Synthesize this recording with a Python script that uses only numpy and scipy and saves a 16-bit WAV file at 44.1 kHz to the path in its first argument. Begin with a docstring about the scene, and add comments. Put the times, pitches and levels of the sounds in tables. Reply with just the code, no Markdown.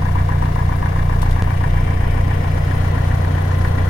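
"""Cabin of a small plane, its four-cylinder engine idling at about 900 rpm.
Propeller and exhaust throb once per firing (harmonics); rattle and knocks repeat every four firings
(looped noise; hits into resonators). Roar and slipstream hiss are noise bands pulsing with the blades,
over faint whines and a rumble. The microphone turns from side window to windscreen; now and then
something brushes it (noise bursts), and once the sound skips with a click."""
import sys
import numpy as np
from scipy import signal
from scipy.fft import irfft, next_fast_len
from scipy.io import wavfile

SR = 44100
rng = np.random.default_rng(int(sys.argv[2]) if len(sys.argv) > 2 else 0)


def bounce(signal):
    """Save signal as a 16-bit WAV file at the path given by the first command-line argument."""
    frames = np.transpose(np.atleast_2d(signal))
    limited = np.clip(frames, -1, 1)
    pcm = np.round(limited * 32767).astype(np.int16)
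    wavfile.write(sys.argv[1], SR, pcm)


N = 171549

# Timing; the skip drops SKIP_SAMPLES, so the sources run that much longer.
FIRST_FIRING_S, FIRING_HZ, SPEEDUP_HZ_PER_S = 0.0134, 29.796, 0.021
CYLINDERS = 4  # firings per engine cycle
SKIP_S, SKIP_SAMPLES, JOIN_S = 1.4233, 1024, 0.00002
LENGTH = N + SKIP_SAMPLES
TIME_S = np.arange(LENGTH) / SR
FIRINGS = (TIME_S - FIRST_FIRING_S) * (FIRING_HZ + SPEEDUP_HZ_PER_S * TIME_S / 2)  # running count

# Microphone direction: start_s, turn (0 side window, 1 windscreen)
MIC_TURN = [(0, 0.062), (1.2, 0.082), (1.7, 0.29), (2.3, .6), (2.9, 0.86), (3.89, 0.98)]

# Throb, one row per multiple of the firing rate: side_peak_db, ahead_peak_db
THROB_HARMONICS = [(-18, -29.5), (-25.5, -22.5), (-16.5, -15.5), (-24, -26), (-23.5, -24), (-33, -48.5),
                   (-46.5, -72), (-57, -54), (-43, -41.5), (-49.5, -46.5)]
THROB_WOBBLE_DB, LOWEST_WOBBLE_DB, WOBBLE_HZ = 0.64, 4, 1.7

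# Knocks of one engine cycle: place_firings, low_side_db, low_ahead_db, high_side_db, high_ahead_db
CYCLE_KNOCKS = [(0.172, 6.5, -12.5, -1, -4.5), (0.562, -4.5, -8.5, -2, -8.5), (1.129, 2.5, -5.5, 3, 3.5),
                (1.5, 0.5, -5, -7, -11.5), (2.149, 1, -8.5, -11, -6), (2.979, -2.5, -36, -8, -14)]
# Harder knocks: start_s (after the skip is cut), extra_db
HARD_KNOCKS = [(1.504, 1.5), (1.638, 5.5), (2.308, 2.5), (2.844, 0), (3.112, 1.5), (3.648, 7), (3.782, 5.5)]
# Resonances the knocks ring: centre_hz, width_hz, level_db, left_minus_right_db
LOW_RESONANCES = [(728, 49, -6, 15.5), (833, 150, -2, 15), (973, 41, 1.5, 7.5), (1047, 71, -0.5, -1.5),
                  (1145, 36, -4, 13)]
HIGH_RESONANCES = [(1494, 58, -1.5, 7.5), (1675, 24, 2.5, 6.7), (1848, 107, 2.5, 4.7),
                   (2344, 27, -6.5, 4.1)]
LOW_RING_RMS_DB, HIGH_RING_RMS_DB = -33.5, -39
LOW_TAIL_S, HIGH_TAIL_S = 0.0067, 0.011
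LOW_GRIT, HIGH_GRIT = 0.39, 1  # noisy tail against clean hit
KNOCK_SPREAD_DB, KNOCK_JITTER_S = 0.1, 0.0005

# Rattle spectrum: freq_hz, density_db
RATTLE_SPECTRUM = [(40, -24), (105, 3), (160, 5.5), (205, 0), (260, 4), (370, -2.5), (480, -0.5), (590, -7),
                   (700, 0.5), (850, -8.5), (1100, -10.5), (1400, -19), (4000, -39)]
RATTLE_RMS_DB = -33

# Engine roar spectrum: freq_hz, density_db
ROAR_SPECTRUM = [(120, -17), (200, 4), (255, 3.5), (320, -4), (400, -5.5), (475, 1), (560, -3.5), (650, -5),
                 (770, -3.5), (880, -8.5), (1030, -5), (1200, -9), (1600, -24), (4000, -62)]
ROAR_SIDE_DB, ROAR_AHEAD_DB = -38, -31.5
# Slipstream hiss spectra, facing side window, door post, windscreen: freq_hz, density_db
HISS_SIDE_SPECTRUM = [(740, -32), (1250, -10), (1420, -7), (1730, 0.5), (1890, -8.5), (2030, -3.5),
                      (2330, -16), (2460, -22), (2790, -11.5), (3200, -27), (3480, -15), (4080, -23),
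                      (4440, -22), (6420, -26.5), (6990, -29), (9300, -33), (10700, -23.5), (12200, -35.5),
                      (15600, -30)]
HISS_POST_SPECTRUM = [(740, -34), (1250, -19), (1330, -18.5), (1400, -4.5), (1480, -3.5), (1630, -8),
                      (1770, 2.5), (1870, 0.5), (2030, -3), (2330, -7), (2540, -13), (2910, -11),
                      (4390, -26.5), (5150, -23), (7450, -31.5), (9910, -27), (12500, -33), (15000, -34),
                      (15600, -34)]
HISS_AHEAD_SPECTRUM = [(740, -39), (1250, -15), (1400, 0), (1560, -3.5), (1870, -1), (1990, 1.5),
                       (2160, -18), (2310, -14), (2760, -14), (2910, -13.5), (3480, -16), (3950, -20),
                       (4260, -18), (4580, -23.5), (6290, -23.5), (7770, -31), (10200, -25), (12400, -32.5),
                       (15600, -32)]
HISS_SIDE_DB, HISS_POST_DB, HISS_AHEAD_DB = -40.5, -38.5, -38
# Colour added to all three hisses: freq_hz, gain_db
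HISS_COLOUR = [(900, 3), (1300, 0), (1750, -3), (2100, -0.5), (2600, 0.5), (14000, 0.5)]
# Blade swell of roar and hiss: freq_hz, swell_peak_db
BLADE_SWELL = [(200, -3.5), (1000, 2.5), (2800, 0.6), (5000, 2.24), (12000, 2.2)]
SWELL_PEAK_FIRINGS, TREBLE_SWELL_PEAK_FIRINGS = 0.18, 0.38  # after the throb
ROAR_FLICKER_DB, ROAR_FLICKER_HZ = 1.09, 29

# Whine pitches: pitch_hz
WHINE_PITCHES = (1029, 2315, 3144)
# One row per whine: side_rms_db, post_rms_db, ahead_rms_db, wander_hz
WHINE_LEVELS = [(-45.5, -47, -41.5, 6.25), (-57.5, -49, -60, 10.4), (-65, -56.5, -71, 2.1)]
WHINE_WANDER_RATE_HZ, WHINE_FLUTTER_DB = 12.6, 2.5
# High whistle level: start_s, rms_db
WHISTLE_LEVEL = [(0, -75), (1.4, -73), (1.65, -63), (2.45, -63.5), (2.56, -58.5), (2.78, -57), (2.9, -68),
                 (3.89, -68)]
WHISTLE_HZ = 4980

# Cabin rumble spectrum: freq_hz, density_db
RUMBLE_SPECTRUM = [(8, 6), (16, -10), (28, 6.5), (45, -4), (70, -1), (105, -6), (135, -1), (165, -6.5),
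                   (200, -16), (300, -44), (600, -60)]
RUMBLE_RMS_DB = -23.5

# Brush noise spectrum: freq_hz, density_db
BRUSH_SPECTRUM = [(1000, -10), (3000, 2), (3600, 4), (4500, -3), (7000, -7), (11000, -4), (15500, -17)]
# Scuffs close to the microphone: start_s, level_db
SCUFFS = [(1.2165, -33), (1.308, -40), (2.868, -49), (3.673, -45)]
SCUFF_RISE_S, SCUFF_DECAY_S = 0.0014, 0.014

# Stereo balance: freq_hz, left_minus_right_db
STEREO_LEAN = [(150, 0.5), (350, 1.5), (480, 1.5), (700, 6.5), (1100, 5), (1500, 9.5), (2300, 7), (3200, 0),
               (6000, 2), (8000, 3.5), (10300, 11.5), (12500, 0), (15000, -13)]
# Likeness of the two ears: freq_hz, coherence (0 to 1)
EAR_COHERENCE = [(100, .999), (160, 0.96), (260, 0.97), (500, 0.54), (1800, 0), (4000, .25), (8000, 0)]
RIGHT_LAG_S, LAG_ABOVE_HZ = 0.00061, 250  # engine heard from the left; bass fills the cabin evenly
CUTOFF_HZ = 15850


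def from_db(db):
    """Decibels to gain."""
    return 10 ** (np.asarray(db) / 20)


def rms_one(x):
    """Scale to rms 1."""
    return x / np.sqrt(np.mean(x ** 2) + 1e-20)


def at_hz(points, hz):
    """Read a table on a log-frequency axis."""
    points = np.array(points)
    return np.interp(np.log(np.maximum(hz, 1)), np.log(points[:, 0]), points[:, 1])


def drift(rate_hz):
    """Slow chance of rms 1: noise through a two-pole lowpass, one value per 40 samples."""
    step, settle = 40, 2000
    r = np.exp(-2 * np.pi * rate_hz * step / SR)
    noise = rng.standard_normal(LENGTH // step + settle + 2)
    slow = signal.lfilter([1], [1, -2 * r, r * r], noise)[settle:]
    return np.interp(np.arange(LENGTH) / step, np.arange(len(slow)), rms_one(slow))


def turned():
    """Microphone direction at every sample."""
    return np.clip(np.interp(TIME_S, *np.transpose(MIC_TURN)), 0, 1)


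def pan(lean_db):
    """Left and right gains of equal total power."""
    gains = from_db(np.array([lean_db, -lean_db]) / 2)
    return gains / np.sqrt(np.mean(gains ** 2, axis=0))


def cabin_noise(spectrum, size, colour=((1, 0), (2, 0))):
    """Coloured stereo noise, partly alike in both ears, later on the right; its middle has rms 1."""
    hz = np.arange(size // 2 + 1) * SR / size
    shared, own = np.exp(2j * np.pi * rng.random((2, len(hz))))
    alike = np.clip(at_hz(EAR_COHERENCE, hz), 0, 0.9995)
    lag_rad = 2 * np.pi * hz * RIGHT_LAG_S * hz ** 4 / (hz ** 4 + LAG_ABOVE_HZ ** 4)
    left, right = pan(at_hz(STEREO_LEAN, hz))
    right_mix = alike * np.exp(-1j * lag_rad) * shared + np.sqrt(1 - alike ** 2) * own
    ears = np.array([left * shared, right * right_mix])
    gain = from_db(at_hz(spectrum, hz) + at_hz(colour, hz)) * (hz > 0)
    # undo the lean and lag colouring of the middle
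    middle = np.sqrt(1 + left * right * alike * np.cos(lag_rad))
    x = irfft(ears * gain / middle, size)
    return x / np.std(x.mean(axis=0))


def long_noise(spectrum, **options):
    """Cabin noise for the whole scene."""
    return cabin_noise(spectrum, size=next_fast_len(LENGTH), **options)[:, :LENGTH]


def resonate(x, hz, width_hz):
    """Two-pole resonance passing the same noise power whatever its width."""
    r = np.exp(-np.pi * width_hz / SR)
    zeros = np.sqrt(1 - r * r) * np.array([1, 0, -1])
    poles = [1, -2 * r * np.cos(2 * np.pi * hz / SR), r * r]
    return signal.lfilter(zeros, poles, x + 1e-18)


def throb():
    """One pressure dip per firing: negative cosines at multiples of the firing rate."""
    out, turn = 0, turned()
    for k, (side_db, ahead_db) in enumerate(THROB_HARMONICS, 1):
        wobble_db = (LOWEST_WOBBLE_DB if k == 1 else THROB_WOBBLE_DB) * drift(WOBBLE_HZ)
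        level_db = side_db + (ahead_db - side_db) * turn + wobble_db
        out = out - from_db(level_db) * np.cos(2 * np.pi * k * FIRINGS)
    return out


def accent_db(s):
    """Extra strength if a knock falls on one of the hard ones."""
    heard_s = s - (s > SKIP_S) * SKIP_SAMPLES / SR
    return sum(db for hard_s, db in HARD_KNOCKS if abs(heard_s - hard_s) < 0.006)


def knock_hits(side_db, ahead_db):
    """One impulse per knock, slightly jittered, its strength following the microphone's turn."""
    cycles = np.arange(int(FIRINGS[-1] / CYLINDERS) + 1)
    places = (cycles[:, None] * CYLINDERS + np.array(CYCLE_KNOCKS)[:, 0]).ravel()
    chance = rng.standard_normal((len(places), 2))
    turn, hits = turned(), np.zeros(LENGTH)
    for k, (place, (late, strong)) in enumerate(zip(places, chance)):
        row = k % len(CYCLE_KNOCKS)
        i = int((np.interp(place, FIRINGS, TIME_S) + KNOCK_JITTER_S * late) * SR)
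        if 0 <= i < LENGTH and place < FIRINGS[-1]:
            level_db = side_db[row] + (ahead_db[row] - side_db[row]) * turn[i]
            hits[i] += from_db(level_db + accent_db(TIME_S[i]) + KNOCK_SPREAD_DB * strong)
    return hits


def knocking(side_db, ahead_db, resonances, tail_s, grit):
    """Sharp hits with gritty decaying tails excite the engine's resonances; rms 1."""
    hits = knock_hits(side_db, ahead_db)
    r = np.exp(-1 / (tail_s * SR))
    envelope = signal.lfilter([np.sqrt(1 - r * r)], [1, -r], hits + 1e-18)
    tails = envelope * rng.standard_normal((2, LENGTH))
    late_hits = np.interp(TIME_S - RIGHT_LAG_S, TIME_S, hits)
    bursts = np.array([hits, late_hits]) + grit * tails
    out = 0
    for k, (hz, width_hz, db, lean_db) in enumerate(resonances):
        gains = (-1) ** k * from_db(db) * pan(lean_db)[:, None]  # alternating polarity
        out = out + gains * resonate(bursts, hz, width_hz)
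    return rms_one(out)


def knocks():
    """Engine clatter: a hollow ring near 1 kHz and a brighter one above it."""
    _, low_side, low_ahead, high_side, high_ahead = np.transpose(CYCLE_KNOCKS)
    low = knocking(low_side, low_ahead, LOW_RESONANCES, LOW_TAIL_S, LOW_GRIT)
    high = knocking(high_side, high_ahead, HIGH_RESONANCES, HIGH_TAIL_S, HIGH_GRIT)
    return from_db(LOW_RING_RMS_DB) * low + from_db(HIGH_RING_RMS_DB) * high


def rattle():
    """Airframe shudder: one stretch of noise repeated every engine cycle."""
    size = int(CYLINDERS * SR / FIRING_HZ)
    cycle, phase = cabin_noise(RATTLE_SPECTRUM, size=size), np.arange(size) / size
    ears = [np.interp(FIRINGS / CYLINDERS, phase, ear, period=1) for ear in cycle]
    return from_db(RATTLE_RMS_DB) * np.array(ears)


def steady_air():
    """Engine roar and slipstream hiss; level and colour follow the microphone's turn."""
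    turn = turned()
    roar_db = ROAR_SIDE_DB + (ROAR_AHEAD_DB - ROAR_SIDE_DB) * turn
    air = from_db(roar_db) * long_noise(ROAR_SPECTRUM)
    hisses = [(HISS_SIDE_SPECTRUM, HISS_SIDE_DB), (HISS_POST_SPECTRUM, HISS_POST_DB),
              (HISS_AHEAD_SPECTRUM, HISS_AHEAD_DB)]
    for k, (spectrum, db) in enumerate(hisses):
        fade = np.sqrt(np.maximum(1 - abs(2 * turn - k), 0))  # equal-power crossfade
        air = air + from_db(db) * fade * long_noise(spectrum, colour=HISS_COLOUR)
    return air


def roar():
    """Roar and hiss split into bands; each swells with the blades and flickers by itself."""
    rest, out = steady_air(), 0
    for edge_hz in (700, 2000, 4000, 8000, 18000):
        band = signal.sosfiltfilt(signal.butter(4, edge_hz, fs=SR, output="sos"), rest)
        rest = rest - band
        peak = TREBLE_SWELL_PEAK_FIRINGS if edge_hz > 8000 else SWELL_PEAK_FIRINGS
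        swell_db = at_hz(BLADE_SWELL, edge_hz / np.sqrt(2)) * np.cos(2 * np.pi * (FIRINGS - peak))
        out = out + band * from_db(swell_db + ROAR_FLICKER_DB * drift(ROAR_FLICKER_HZ))
    return out


def whistle():
    """A faint steady sine whose level swells once."""
    level_db = np.interp(TIME_S, *np.transpose(WHISTLE_LEVEL))
    return np.sqrt(2) * from_db(level_db) * np.sin(2 * np.pi * WHISTLE_HZ * TIME_S)


def whines():
    """Spinning parts: faint sines wavering in pitch and level, which follows the microphone's turn."""
    out = 0
    for hz, (*levels_db, wander_hz) in zip(WHINE_PITCHES, WHINE_LEVELS):
        phase = 2 * np.pi * np.cumsum(hz + wander_hz * drift(WHINE_WANDER_RATE_HZ)) / SR
        flutter_db = WHINE_FLUTTER_DB * drift(WHINE_WANDER_RATE_HZ)
        db = np.interp(turned(), [0, 0.5, 1], levels_db) + flutter_db
        gains = pan(at_hz(STEREO_LEAN, hz))[:, None]
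        out = out + gains * np.sqrt(2) * from_db(db) * np.sin(phase)
    return out


def rumble():
    """Steady low cabin noise."""
    return from_db(RUMBLE_RMS_DB) * long_noise(RUMBLE_SPECTRUM)


def brush():
    """Scuffs close to the microphone: bright noise with a fast rise and exponential decay."""
    envelope = 0
    for start_s, db in SCUFFS:
        age_s = np.maximum(TIME_S[:N] - start_s, 0)
        rise = np.minimum(age_s / SCUFF_RISE_S, 1)
        decay = np.exp(-np.maximum(age_s - SCUFF_RISE_S, 0) / SCUFF_DECAY_S)
        envelope = envelope + from_db(db) * rise * decay
    return envelope * long_noise(BRUSH_SPECTRUM)[:, :N]


def skip(x):
    """A short stretch of sound drops out; the abrupt join clicks."""
    after = 0.5 + 0.5 * np.tanh((TIME_S[:N] - SKIP_S) / JOIN_S)
    return x[:, :N] * (1 - after) + x[:, SKIP_SAMPLES:] * after


def scene():
    """Everything heard in the cabin; the scuffs are untouched by the skip."""
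    engine = throb() + knocks() + rattle()
    background = roar() + whines() + whistle() + rumble()
    return skip(engine + background) + brush()


def record(dry):
    """Steep elliptic lowpass, run both ways for zero phase."""
    return signal.sosfiltfilt(signal.ellip(10, 0.05, 70, CUTOFF_HZ, fs=SR, output="sos"), dry)


dry = scene()
out = record(dry)
bounce(out)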